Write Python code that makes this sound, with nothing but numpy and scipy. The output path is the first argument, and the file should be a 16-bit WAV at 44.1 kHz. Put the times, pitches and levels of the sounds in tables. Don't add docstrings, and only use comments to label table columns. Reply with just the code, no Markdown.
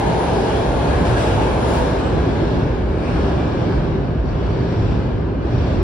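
import sys
import numpy as np
from scipy import signal
from scipy.fft import rfft, irfft
from scipy.io import wavfile
from scipy.ndimage import uniform_filter1d, map_coordinates

SR = 44100
rng = np.random.default_rng(int(sys.argv[2]) if len(sys.argv) > 2 else 0)


def materialize(psi):
    bounded = np.clip(np.atleast_2d(psi).T, -1, 1)
    quanta = np.round(bounded * 32767).astype(np.int16)
    wavfile.write(sys.argv[1], SR, quanta)


N = 257094
TIME = np.arange(N) / SR
FREQ = np.maximum(np.arange(N // 2 + 1) * SR / N, 1)


def from_db(db):
    return 10 ** (np.asarray(db) / 20)


def in_time(curve):
    return np.interp(TIME, *np.transpose(curve))


def in_frequency(curve):
    hz, value = np.transpose(curve)
    return np.interp(np.log(FREQ), np.log(hz), value)


def colour(spectrum):
    outside = np.minimum(FREQ / spectrum[0][0], 1) * np.minimum(spectrum[-1][0] / FREQ, 1)
    return from_db(in_frequency(spectrum)) * outside ** 4


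def resonance(hz, width_hz):
    return 1 / (1 + ((FREQ ** 2 - hz ** 2) / (FREQ * width_hz * np.sqrt(2))) ** 2)


def modes(table):
    return np.sqrt(sum((from_db(db) * resonance(hz, width)) ** 2 for hz, width, db in table))


def steady(x, span_s):
    size = max(int(span_s * SR), 2)
    power = uniform_filter1d(uniform_filter1d(x.mean(0) ** 2, size), size)
    return x / np.sqrt(np.maximum(power, 1e-20))


def tilted(x, db_per_octave, pivot_hz):
    hz, s, frames = signal.stft(x, SR, nperseg=1024)
    octaves = np.clip(np.log2(np.maximum(hz, 1) / pivot_hz), -2, 2)
    gain = from_db(octaves[:, None] * np.interp(s, TIME, db_per_octave))
    return signal.istft(frames * gain, SR)[1][:, :N]


def shimmer(x, depth_db, spacing_hz, hold_s):
    hz, s, frames = signal.stft(x, SR, nperseg=2048)
    knots = rng.standard_normal((1200, 200))
    places = np.meshgrid(hz / spacing_hz, s / hold_s, indexing="ij")
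    gain = from_db(depth_db * map_coordinates(knots, places, order=1, mode="mirror"))
    return signal.istft(frames * gain, SR)[1][:, :N]


def swells_db(rows, width_s):
    return sum(db * np.exp(-((TIME - s) / width_s) ** 2) for s, db in rows)


# f/Hz, fraction
DIRECT_SHARE = [(60, 0.022), (400, 0.35), (1100, 0.26), (1900, 0.11), (3000, 0.19), (5000, 0.17),
                (7300, 0.22), (8600, .04), (15000, .04)]
# f/Hz, correlation (limited to -1..1 below)
ECHO_CORRELATION = [(50, 0.99), (120, 0.95), (300, 0.78), (600, 0.5), (900, 0.76), (1400, 0.34),
                    (2000, 0.44), (2700, 0.23), (3600, 0.0039), (5000, 0.33), (6700, -0.48), (8400, 0.96),
                    (10200, 0.86), (11700, -1.17), (13500, -1), (15300, .5)]
# f/Hz, level/dB
BALANCE = [(50, -0.5), (150, -1.5), (260, -1), (500, 1), (1200, 1.8), (1800, 0.5), (2060, 3), (2750, -1.7),
           (3900, 4.5), (5300, 4), (7300, -2.5), (9000, 0)]

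def station_noise(gain, lag_ms=0.38):
    wave, mid, side = rfft(rng.standard_normal((3, N)))
    ears = np.array([[1], [-1]])
    direct = wave * np.exp(1j * np.pi * FREQ * lag_ms / 1000 * ears)
    share = np.clip(in_frequency(DIRECT_SHARE), 0, 1)
    alike = np.clip(in_frequency(ECHO_CORRELATION), -1, 1)
    echo = np.sqrt((1 + alike) / 2) * mid + np.sqrt((1 - alike) / 2) * side * ears
    field = np.sqrt(share) * direct + np.sqrt(1 - share) * echo
    return irfft(field * gain * from_db(in_frequency(BALANCE) * ears / 2), N)


# f/Hz, bandwidth/Hz, level/dB
TUNNEL_MODES = [(55.3, 16, -2), (63.5, 20, -2), (81, 23, -16.5)]
# t/s, level/dB
BOOM_LEVEL = [(0, -24), (.15, -27), (.3, -24), (.48, -28.5), (.6, -25.5), (.82, -23), (.93, -21.5),
              (1.08, -21), (1.25, -23), (1.5, -22), (1.88, -24), (1.98, -23.5), (2.08, -23.5), (2.55, -23),
              (2.93, -21), (3.03, -28), (3.13, -22), (3.35, -20.5), (3.6, -31.5), (3.98, -24.5),
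              (4.08, -28), (4.16, -22), (4.4, -23), (4.62, -25), (4.72, -30), (4.8, -22.5), (4.98, -21.5),
              (5.09, -27), (5.17, -20), (5.32, -26), (5.44, -22), (5.52, -26), (5.61, -21.5), (5.8, -18.5)]
# t/s, level/dB above the boom
THUDS = [(.57, 6), (.72, 5.5), (.94, 3.5), (1.81, 6.5), (2.18, 6), (2.89, 2.5), (3.19, 6), (3.77, 11.5),
         (3.88, 2), (4.22, 4), (4.47, 4), (4.81, 3), (4.92, 1.5)]

def tunnel_boom():
    level_db = in_time(BOOM_LEVEL) + swells_db(THUDS, width_s=0.04)
    return from_db(level_db) * steady(station_noise(modes(TUNNEL_MODES)), span_s=0.078)


# f/Hz, bandwidth/Hz, level/dB
PANEL_MODES = [(96, 19.4, -6.5), (118.9, 32, -2.5), (165.8, 24.6, -4)]
# t/s, level/dB
DRONE_LEVEL = [(0, -23), (.24, -26), (.35, -23), (.57, -27), (.9, -22), (1.3, -27.5), (1.6, -24.5),
               (2.0, -25), (2.3, -22), (2.65, -21.5), (2.8, -26.5), (3.2, -24.5), (3.68, -20.5),
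               (3.85, -21.5), (4.28, -23.5), (5.08, -22.5), (5.42, -26.5), (5.55, -21), (5.83, -24.5)]

def car_drone():
    return from_db(in_time(DRONE_LEVEL)) * steady(station_noise(modes(PANEL_MODES)), span_s=0.09)


# f/Hz, level/dB
RUMBLE_SPECTRUM = [(130, -22), (190, -2.5), (215, -0.5), (255, 1), (325, -0.5), (385, .5), (430, -8),
                   (560, -36)]
# t/s, level/dB
RUMBLE_LEVEL = [(0, -25), (1.4, -24), (2.5, -23.5), (2.85, -25.5), (3.25, -22.5), (4.0, -26), (4.33, -28.5),
                (4.6, -24), (5.2, -26.5), (5.83, -24)]
# t/s, level/dB above the rumble
KNOCKS = [(.42, 3.5), (1.01, 3.5), (1.41, 2), (1.71, 1), (2.29, 2), (2.59, 2.5), (3.21, 0), (3.68, 2.5),
          (3.95, 1)]

def track_rumble():
    level_db = in_time(RUMBLE_LEVEL) + swells_db(KNOCKS, width_s=0.034)
    return from_db(level_db) * steady(station_noise(colour(RUMBLE_SPECTRUM)), span_s=0.075)


# onset t/s, rise time/s, duration/s, limiting level/dB relative to plain rolling
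GRINDS = [(-.38, 0.17, .97, 0), (0.742, 0.32, 0.13, 4), (1.022, 0.81, 0.27, 6), (1.592, 0.21, 0.31, 4.5),
          (1.972, 0.62, 0.59, 7), (2.86, 0.6, .15, 8), (2.998, 0.6, 0.25, 13.5), (3.377, 0.46, 0.36, 9.5),
          (4.23, 0.34, 0.7, 9.5), (5.394, 0.54, 0.31, 15)]

def grinding_db(vault_t60_s=2.7):
    power = 1
    for start, rise_s, length, db in GRINDS:
        rise = 1 - np.exp(-np.maximum(TIME - start, 0) / rise_s)
        echo_db = -60 * np.maximum(TIME - start - length, 0) / vault_t60_s
        power = power + rise * from_db(db + echo_db) ** 2
    return 10 * np.log10(power)


def doublings(entry_s=1.71, first_doubling_s=0.26):
    return np.log2(1 + np.maximum(TIME - entry_s, 0) / first_doubling_s)


def wheel_level(rolling_db, db_per_grind_db, loss_db):
    return rolling_db + db_per_grind_db * grinding_db() - loss_db * doublings()


# f/Hz, level/dB
ROAR_SPECTRUM = [(330, -9), (425, -0.5), (510, 0), (620, -2.5), (730, -5), (870, -8), (1000, -7.5),
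                 (1100, -10.5), (1300, -13.5), (1670, -16), (1800, -27), (2300, -58)]
# f/Hz, bandwidth/Hz, level/dB
BOGIE_MODES = [(438, 54, -5), (592, 21, -2.5), (663, 41, -7.5), (763, 59, -7), (852, 110, -6),
               (955, 78, -17.5)]

def rolling_roar(dulling=0.11, bogie_db=8, bogie_fade_db_per_s=5.5):
    roar_db = wheel_level(rolling_db=-23.5, db_per_grind_db=0.5, loss_db=2.73)
    far = tilted(station_noise(colour(ROAR_SPECTRUM)), dulling * (roar_db - roar_db.mean()), pivot_hz=700)
    near = from_db(bogie_db - bogie_fade_db_per_s * TIME) * station_noise(modes(BOGIE_MODES))
    roar = shimmer(far + near, depth_db=1.1, spacing_hz=44.5, hold_s=0.2187)
    return from_db(roar_db) * steady(roar, span_s=0.25)


# f/Hz, level/dB
HISS_SPECTRUM = [(1300, -33), (1800, 0), (2350, 0.5), (2900, -1), (3450, -2.5), (4200, -6), (4550, -9.5),
                 (4950, -11), (5500, -16.5), (6100, -16), (7000, -23.5), (9000, -31), (16000, -56)]
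# f/Hz, bandwidth/Hz, level/dB
RAIL_MODES = [(2340, 280, -5), (2630, 170, -8.5), (3130, 150, -9.5), (3390, 120, -8), (3780, 140, -13),
              (4550, 160, -5), (5260, 260, -8.5), (5610, 180, -9), (6420, 80, -17), (7400, 80, -19.5)]

def rail_hiss(brightening=0.7, singing=0.5, carry_db=1.4, bite=0.63, dulling_db=1.6):
    distance = doublings()
    contact_db = bite * grinding_db() - dulling_db * distance
    contact_db -= contact_db.mean()
    hiss = station_noise(colour(HISS_SPECTRUM))
    song_db = singing * contact_db + carry_db * (distance - distance[-1])
    song = from_db(song_db) * station_noise(modes(RAIL_MODES))
    steel = shimmer(hiss + song, depth_db=2.9, spacing_hz=40.1, hold_s=0.11)
    steel = tilted(steel, brightening * contact_db, pivot_hz=2800)
    hiss_db = wheel_level(rolling_db=-40, db_per_grind_db=0.91, loss_db=3.11)
    return from_db(hiss_db) * steady(steel, span_s=0.49)


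# f/Hz, bandwidth/Hz, level/dB
LOW_RAIL_MODES = [(1537, 280, 1.5), (1686, 100, 0.5)]

def rail_ring():
    ring_db = wheel_level(rolling_db=-41.5, db_per_grind_db=0.61, loss_db=2.7)
    return from_db(ring_db) * steady(station_noise(modes(LOW_RAIL_MODES)), span_s=0.16)


# f/Hz, level/dB
SIZZLE_SPECTRUM = [(4000, -26.5), (6200, 10.5), (7350, 2), (8400, -4.5), (9200, -3), (10200, 1),
                   (10700, -1.5), (11200, -12.5), (13000, -24), (14400, -17.5), (15300, -21),
                   (16000, -23.5)]

def flange_sizzle(dulling=0.53):
    sizzle_db = wheel_level(rolling_db=-54, db_per_grind_db=0.71, loss_db=6.8)
    sizzle = shimmer(station_noise(colour(SIZZLE_SPECTRUM)), depth_db=3.5, spacing_hz=55, hold_s=0.1)
    sizzle = tilted(sizzle, dulling * (sizzle_db - sizzle_db.mean()), pivot_hz=8000)
    return from_db(sizzle_db) * steady(sizzle, span_s=0.15)


# peak t/s, swell and tail time/s, f/Hz, bandwidth/Hz, level/dB
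RIM_RINGS = [(.1, 0.12, 587, 70, -29), (.24, 0.075, 10100, 200, -52), (.25, 0.067, 825, 150, -27.5),
             (.45, 0.16, 5170, 400, -50), (.08, .1, 1680, 50, -41), (.5, 0.049, 1690, 35, -39),
             (.52, 0.046, 2950, 180, -42), (.58, 0.073, 3320, 250, -43), (.95, .045, 1665, 30.2, -37),
             (1.18, 0.037, 1644, 35, -34), (1.21, 0.055, 7900, 400, -53), (1.41, 0.044, 890, 60, -24),
             (1.44, 0.048, 2650, 200, -42), (1.51, 0.046, 2330, 130, -40.5), (1.5, .04, 840, 50, -31),
             (1.73, 0.12, 10250, 450, -51.5), (1.73, 0.075, 7280, 220, -54),
             (1.76, 0.075, 15400, 400, -58.5), (1.79, .08, 6400, 120, -59), (1.8, 0.11, 1710, 160, -44),
             (1.66, 0.043, 920, 110, -32), (1.82, 0.068, 890, 170, -28.5), (2.07, 0.086, 7830, 250, -59),
             (2.45, 0.19, 3400, 600, -51), (3.07, 0.093, 2400, 402, -42.5), (3.17, 0.23, 8700, 1110, -63.5),
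             (3.17, 0.079, 1580, 200, -41), (3.25, 0.11, 950, 200, -36), (3.4, 0.14, 650, 160, -32.5),
             (4.29, .06, 4560, 128, -55.5), (4.58, 0.16, 4560, 110, -56), (4.3, 0.066, 5460, 800, -58.5),
             (4.78, 0.15, 5530, 400, -57), (4.9, .08, 7420, 80, -71), (4.9, 0.044, 2420, 500, -48),
             (5.58, .07, 5540, 350, -56), (5.62, 0.054, 2470, 170, -49), (5.72, 0.045, 3430, 200, -54),
             (5.72, 0.04, 620, 90, -30)]
HUMS = [(.1, .05, 173, 20, -22.5), (.38, 0.081, 407, 59, -24.5), (1.01, 0.03, 167, 20, -23),
        (1.13, 0.072, 119, 8.7, -19.5), (1.37, 0.15, 112.6, 21, -19), (1.36, 0.096, 325, 18, -30.5),
        (1.72, 0.054, 280, 47, -24), (1.85, 0.058, 377, 33, -27), (2.17, 0.035, 167, 15, -24),
        (2.28, 0.023, 347, 54, -29), (2.42, 0.028, 315, 20, -21), (2.57, .04, 176, 22, -23.5),
        (2.58, 0.055, 257, 36, -30), (2.62, 0.061, 120, 16, -25), (3.16, 0.026, 168.4, 11, -21.5),
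        (3.27, 0.046, 390, 16, -26.5), (3.66, .06, 494, 51, -28.5), (3.72, .04, 386, 35, -24.5),
        (3.95, 0.063, 387, 15, -27), (4.53, 0.095, 119.4, 14, -21.5), (4.6, 0.098, 390, 38, -34.5),
        (4.83, 0.2, 104.4, 15, -22), (4.94, 0.043, 170, 22, -24), (5.2, 0.11, 389, 19, -33),
        (5.56, 0.033, 116, 13, -21), (5.6, .09, 91, 16, -22), (5.81, 0.033, 386, 30, -22.5)]

def brief_resonances(table, span_s):
    friction, out = station_noise(1), np.zeros((2, N))
    for s, length, hz, width_hz, db in table:
        span = slice(*np.searchsorted(TIME, [s - 3 * length, s + 7 * length]))
        b, a = signal.iirpeak(hz, hz / (width_hz * np.sqrt(2)), fs=SR)
        ring = signal.lfilter(b, a, signal.lfilter(b, a, friction[:, span]))
        age = (TIME[span] - s) / length
        swell_and_tail = np.exp(-np.where(age < 0, age ** 2, age))
        out[:, span] += from_db(db) * swell_and_tail * steady(ring, span_s)
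    return out


# t/s, level/dB, rise time/s, decay time/s, added tilt/(dB per octave)
CLASHES = [(1.046, -30, 0.011, 0.091, -6.5), (1.158, -27.5, 0.032, .1, -4), (1.262, -36, .015, .05, -8),
           (1.408, -32, .005, 0.046, -7), (1.725, -34, .02, .08, -3), (1.985, -37, .005, 0.027, -6)]
# f/Hz, level/dB
CLASH_SPECTRUM = [(1500, 1), (2500, 1.5), (5500, -1), (8500, -6.5), (10700, -6)]

def wheel_clashes(pivot_hz=4000):
    out = np.zeros((2, N))
    for s, db, rise_s, decay_s, slope_db in CLASHES:
        crash = station_noise(colour(CLASH_SPECTRUM) * from_db(slope_db * np.log2(FREQ / pivot_hz)))
        age = np.maximum(TIME - s, 0)
        envelope = (1 - np.exp(-age / rise_s)) * np.exp(-age / decay_s)
        out += from_db(db) * envelope * crash / crash.std()
    return out


def scene():
    lows = tunnel_boom() + car_drone() + track_rumble()
    wheels = rolling_roar() + rail_hiss() + rail_ring() + flange_sizzle()
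    rim_rings = brief_resonances(RIM_RINGS, span_s=0.046)
    hums = brief_resonances(HUMS, span_s=0.065)
    return lows + wheels + rim_rings + hums + wheel_clashes()


def record(dry, low_cut_hz=34, high_cut_hz=15750):
    thinned = signal.sosfilt(signal.butter(4, low_cut_hz, "high", fs=SR, output="sos"), dry)
    return signal.sosfilt(signal.ellip(10, 0.1, 80, high_cut_hz, fs=SR, output="sos"), thinned)


dry = scene()
out = record(dry)
materialize(out)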